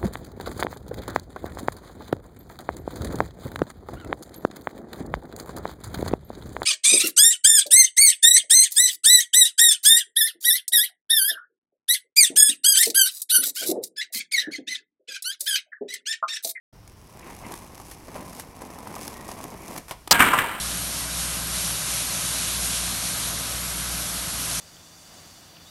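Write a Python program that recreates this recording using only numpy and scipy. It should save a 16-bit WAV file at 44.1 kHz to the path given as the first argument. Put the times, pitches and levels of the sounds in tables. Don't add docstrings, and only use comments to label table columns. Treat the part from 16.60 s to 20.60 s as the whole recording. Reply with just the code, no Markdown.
import sys
import numpy as np
from scipy import signal
from scipy.fft import rfft, irfft
from scipy.io import wavfile

SR = 44100
rng = np.random.default_rng(int(sys.argv[2]) if len(sys.argv) > 2 else 0)


def pcm_store(signal):
    levels = np.round(np.clip(np.atleast_2d(signal), -1, 1) * 32767)
    wavfile.write(sys.argv[1], SR, levels.astype(np.int16).T)


N = 176400
LIFT_S, CRACK_S = 3.178, 3.51

# frequency_hz, gain_db
STONE = [(200, -8), (1000, -4.5), (2300, 1.5), (3700, -4.5), (5200, 1), (8200, -1), (10500, 2.5),
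         (12300, 0), (13300, -5), (16000, -15.5)]
# frequency_hz, gain_db
WOOD = [(120, -11), (220, -12), (290, -3), (650, 0), (1100, 3.5), (1400, -7.5), (2600, -9.5), (5300, -14.5),
        (8000, -20), (16000, -31)]


def amp(db):
    return 10 ** (np.asarray(db) / 20)


def unit(x):
    return x / np.sqrt(np.mean(x ** 2) + 1e-20)


def curve(points):
    return amp(np.interp(np.arange(N) / SR, *np.transpose(points)))


def add(mix, start_s, sound):
    part = mix[round(start_s * SR):][:len(sound)]
    part += sound[:len(part)]


def lowpass(x, hz):
    return signal.sosfilt(signal.butter(2, hz, fs=SR, output="sos"), x)


def band(x, hz, ratio):
    return signal.sosfilt(signal.butter(2, [hz / ratio, hz * ratio], "band", fs=SR, output="sos"), x)


def through(x, response):
    return signal.fftconvolve(x, response / np.linalg.norm(response))[:N]


def colour(x, points, size=4096):
    hz, db = np.transpose(points)
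    bins_hz = abs(np.fft.fftfreq(size, 1 / SR))
    log_gain = np.log(amp(np.interp(np.log(bins_hz + 1), np.log(hz), db)))
    spectrum = np.exp(np.conj(signal.hilbert(log_gain)))
    return through(x, np.fft.ifft(spectrum).real[:size // 2])


def ring(x, modes):
    t = np.arange(SR) / SR
    response = sum(amp(db - 60 * t / t60) * np.sin(2 * np.pi * (hz * t + rng.random()))
                   for hz, db, t60 in modes)
    return through(x, response)


def grains(per_s, spread_db, smooth):
    sizes = amp(spread_db * np.minimum(rng.exponential(1, N), 4)) * rng.choice([-1, 1], N)
    contacts = unit(sizes * (rng.random(N) < per_s / SR))
    return unit(contacts + smooth * rng.standard_normal(N))


def drift(rate_hz):
    rolloff = np.exp(-(np.fft.rfftfreq(N, 1 / SR) / rate_hz) ** 2)
    return unit(irfft(rfft(rng.standard_normal(N)) * rolloff, N))


def flutter(rate_hz, depth_db):
    return unit(amp(depth_db * drift(rate_hz)))


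def blows(rows, rise_s):
    force, t = np.zeros(N), np.arange(SR // 5) / SR
    for start_s, db, decay_s in rows:
        envelope = np.minimum(t / rise_s, 1) * np.exp(-np.maximum(t - rise_s, 0) / decay_s)
        add(force, start_s, amp(db) * envelope * rng.standard_normal(len(t)))
    return force


def air():
    # frequency_hz, gain_db
    air_spectrum = [(20, -10.5), (50, 2.5), (120, -2), (200, -11), (450, -17), (1000, -18.5), (1600, -26),
                    (4200, -32), (5600, -25), (6600, -36), (12000, -36.5), (16000, -38)]
    return amp(-50) * colour(rng.standard_normal(N), air_spectrum)


def wheels():
    # time_s, level_db
    rumble_levels = [(0.14, -64.5), (0.54, -53), (0.68, -42.5), (0.77, -46.5), (0.94, -38), (0.97, -47),
                     (1.46, -51), (1.55, -39), (1.92, -50.5), (2.01, -44.5), (2.38, -40.5), (3.03, -44),
                     (3.17, -36.5)]
    # time_s, level_db
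    grit_levels = [(0.15, -70), (0.53, -58), (0.68, -52), (0.93, -47), (1.11, -54.5), (1.34, -49),
                   (1.37, -56.5), (1.78, -46), (1.79, -43.5), (1.86, -55.5), (2.32, -51.5), (2.43, -40.5),
                   (2.61, -52.5), (2.71, -47), (2.96, -50.5), (3.16, -43)]
    # frequency_hz, gain_db
    deck_spectrum = [(70, -16.5), (130, -2), (200, 2.5), (330, 0), (450, -4), (700, -4), (1050, -2.5),
                     (1450, -17.5), (2100, -14.5), (3500, -27.5), (16000, -37)]
    # start_s, click_db, thud_db, decay_s
    pebbles = [(.276, -43.5, -45, 0.0031), (.703, -50, -33.5, .003), (.572, -44, -36, 0.0017),
               (.836, -63, -34, 0.0049), (0.865, -40, -29.5, 0.0029), (0.92, -35.5, -49, 0.0058),
               (.939, -30.5, -45, 0.0016), (1.178, -39, -37, 0.0019), (1.199, -42, -37, 0.0053),
               (1.313, -39, -43.5, 0.01), (1.482, -46, -32.5, 0.0048), (1.554, -44.5, -29, 0.013),
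               (1.796, -30.5, -39, 0.0074), (2.018, -40.5, -30, 0.0065), (2.103, -42, -34, 0.0031),
               (2.187, -34.5, -34, 0.0013), (2.271, -51, -27.5, 0.003), (2.341, -39.5, -33, .003),
               (2.360, -34.5, -31, 0.0012), (2.364, -48, -22.5, 0.0027), (2.479, -26, -50, 0.001),
               (2.687, -39.5, -32.5, 0.0097), (2.715, -34.5, -35, .005), (2.803, -61, -28.5, 0.003),
               (2.840, -31, -30.5, 0.0019), (3.163, -32, -33, .002), (3.177, -28.5, -41, 0.0051)]
    grounded = amp(-457 * np.maximum(np.arange(N) / SR - LIFT_S, 0))
    bumps = grains(per_s=1500, spread_db=3.5, smooth=0.57) * flutter(rate_hz=100, depth_db=1.4)
    rumble = colour(bumps * curve(rumble_levels) * grounded, deck_spectrum)
    sand = grains(per_s=1800, spread_db=8.5, smooth=1.22) * flutter(rate_hz=120, depth_db=3)
    ticks = grains(per_s=150, spread_db=4, smooth=0) * flutter(rate_hz=65, depth_db=4)
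    crackle = through(ticks, blows([(0, 0, 0.00056)], rise_s=0.00015))
    grit = (amp(-1.5) * sand + amp(-3.5) * crackle) * curve(grit_levels) * grounded
    thuds = blows([(s, thud, decay) for s, _, thud, decay in pebbles], rise_s=0.00062)
    clicks = blows([(s, click, decay) for s, click, _, decay in pebbles], rise_s=0.00084)
    return rumble + colour(grit + clicks, STONE) + lowpass(colour(thuds, WOOD), hz=1520)


def running_gear():
    # start_s, length_s, pitch_hz, level_db, width_hz
    squeaks = [(.58, 0.18, 2105, -53, 1200), (0.832, 0.08, 2316, -49.5, 900), (2.53, 0.18, 1895, -52, 49.7),
               (2.949, .15, 2300, -56, 230), (3.836, .03, 939, -27.5, 40)]
    squeaking = np.zeros(N)
    for start_s, length_s, hz, db, width_hz in squeaks:
        t = np.arange(0, length_s, 1 / SR)
        a, b = (unit(lowpass(rng.standard_normal(N), width_hz / 2))[-len(t):] for _ in range(2))
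        fuzzy_tone = a * np.cos(2 * np.pi * hz * t) + b * np.sin(2 * np.pi * hz * t)
        grip = flutter(rate_hz=80, depth_db=3)[:len(t)]
        swell = np.sin(np.pi * t / length_s) ** .5
        add(squeaking, start_s, amp(db) * swell * grip * fuzzy_tone)
    aloft_s = np.arange(N) / SR - LIFT_S
    whirr = amp(-55 - 18 * aloft_s) * (aloft_s > 0) * rng.standard_normal(N)
    return squeaking + colour(whirr, STONE)


def board():
    # start_s, knock_db, click_db, decay_s
    contacts = [(3.282, -40.5, -41, 0.0063), (3.293, -43, -41.5, 0.018), (3.310, -23, -31, 0.0038),
                (3.316, -35, -41, 0.013), (3.475, -28, -39, 0.0037), (3.477, -45, -30.5, 0.0021)]
    knocks = blows([(s, knock, decay) for s, knock, _, decay in contacts], rise_s=0.00034)
    clicks = blows([(s, click, decay) for s, _, click, decay in contacts], rise_s=0.0006)
    return colour(knocks, WOOD) + colour(clicks, STONE)


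def crack():
    # frequency_hz, gain_db
    crack_spectrum = [(60, -15), (300, -7), (950, -2.5), (1500, -8.5), (3200, -5), (4300, 2), (5700, -0.5),
                      (7000, -4.5), (9500, -9.5), (13500, -12), (15500, -10.5)]
    # pitch_hz, level_db, t60_s
    truck_modes = [(930, -9.5, .04), (4600, -1, .02), (4800, -1, 0.021), (5350, 1.5, .016),
                   (7830, 0.5, .016), (12100, -1, 0.016)]
    length_s, fade_db_per_s = 0.0195, 358
    t, force = np.arange(0, length_s, 1 / SR), np.zeros(N)
    add(force, CRACK_S, amp(-7 - fade_db_per_s * t) * rng.standard_normal(len(t)))
    damping = amp(-6000 * np.maximum(np.arange(N) / SR - CRACK_S - length_s, 0))
    return (amp(-1) * colour(force, crack_spectrum) + amp(-4.5) * ring(force, truck_modes)) * damping


def grind():
    # time_s, level_db
    slide_levels = [(3.512, -21), (3.535, -17), (3.58, -24.5), (3.635, -20), (3.67, -20), (3.70, -24),
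                    (3.765, -23), (3.815, -25.5), (3.85, -30), (3.92, -32), (4.0, -34.5)]
    # start_s, level_db, decay_s, centre_hz, band_edge_ratio, thump_db, hiss_db
    slams = [(3.592, -9.5, 0.014, 1730, 1.9, -30, -23), (3.601, -3, .011, 1790, 1.74, -16.5, -19),
             (3.619, -6, .011, 1680, 1.47, -29, -20.5), (3.733, -8, 0.01, 1020, 1.35, -44, -28.5),
             (3.785, -9.5, 0.0083, 2000, 1.57, -35, -24.5)]
    # frequency_hz, gain_db
    steel_spectrum = [(50, -15), (130, -10), (250, -3), (500, -8), (950, -4.5), (1350, -2), (2000, -6),
                      (2400, -10), (3050, -8), (3450, -15), (3900, -16.5), (4600, -25), (6500, -36),
                      (8000, -44), (16000, -60)]
    # frequency_hz, gain_db
    thump_spectrum = [(25, -7), (70, -11), (150, -1), (250, -0.5), (330, -5), (600, -26), (3000, -76)]
    # frequency_hz, gain_db
    hiss_spectrum = [(2000, -26), (5000, -8.5), (6700, -9), (8000, -0.5), (9800, 0.5), (10300, -9),
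                     (11000, -35), (11600, -12.5), (12200, -1), (13900, -4), (14600, -13), (16000, -17)]
    landed = np.arange(N) / SR > CRACK_S
    snags = grains(per_s=2500, spread_db=3.5, smooth=0.92) * flutter(rate_hz=160, depth_db=1.36)
    friction = curve(slide_levels) * landed * snags
    force, hiss = friction.copy(), amp(-11) * friction
    thumps, strikes = np.zeros(N), np.zeros(N)
    for start_s, db, decay_s, centre_hz, ratio, thump_db, hiss_db in slams:
        force += band(blows([(start_s, db, decay_s)], rise_s=0.0028), centre_hz, ratio)
        thumps += blows([(start_s, thump_db, decay_s)], rise_s=0.0031)
        hiss += blows([(start_s, hiss_db, decay_s)], rise_s=0.0027)
        strike = amp(db + 20.5) * band(signal.unit_impulse(SR // 20), centre_hz, ratio)
        add(strikes, start_s + 0.00186 * rng.random(), strike)
    body = amp(-1.5) * colour(force, steel_spectrum)
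    ringing = amp(-7.5) * rail(friction, strikes)
    return body + ringing + colour(thumps, thump_spectrum) + colour(hiss, hiss_spectrum)


def rail(friction, strikes):
    # pitch_hz, level_db, t60_s
    rail_modes = [(802, -9, .4), (942, -1, .35), (1034, -4, .45), (1196, 1, .3), (1344, 3.5, .25),
                  (1404, -5, .3), (1511, -6, .3), (1611, -1, .35), (1729, -4, .3), (1955, 0, .3),
                  (2125, -2, .25), (2301, -3, .4), (2745, -5, .25)]
    ringing, energy = np.zeros(N), 0
    for hz, db, t60 in rail_modes:
        bent_hz = hz * (1 + .004 * drift(rate_hz=21))
        phasor = np.exp(2j * np.pi * np.cumsum(bent_hz) / SR)
        feedback = np.exp(-np.log(1000) / (t60 * SR))
        drive = friction * flutter(rate_hz=11, depth_db=3.5) + strikes
        ringing += amp(db) * (phasor * signal.lfilter([1], [1, -feedback], drive / phasor)).real
        energy += amp(db) ** 2 / (1 - feedback ** 2) / 2
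    return ringing / np.sqrt(energy)


def street(x, first_echo_s=.012, t60_s=0.38):
    t = np.arange(SR) / SR
    taps = rng.standard_normal(SR) * (rng.random(SR) < .05)
    echoes = through(x, taps * (t > first_echo_s) * amp(-60 * t / t60_s))
    return x + amp(-12) * lowpass(echoes, hz=6000)


def scene():
    return (air() + street(wheels() + running_gear() + board() + grind()) + crack())[None]


def record(dry, open_s=0.126, edge_hz=15950):
    opened = np.clip((np.arange(N) / SR - open_s) / 0.0045, 0, 1)
    clipped = np.clip(dry * opened, -1, 1)
    band_limit = signal.firwin(511, edge_hz, window=("kaiser", 9), fs=SR)
    return signal.oaconvolve(clipped, band_limit[None], "same")


dry = scene()
out = record(dry)
pcm_store(out)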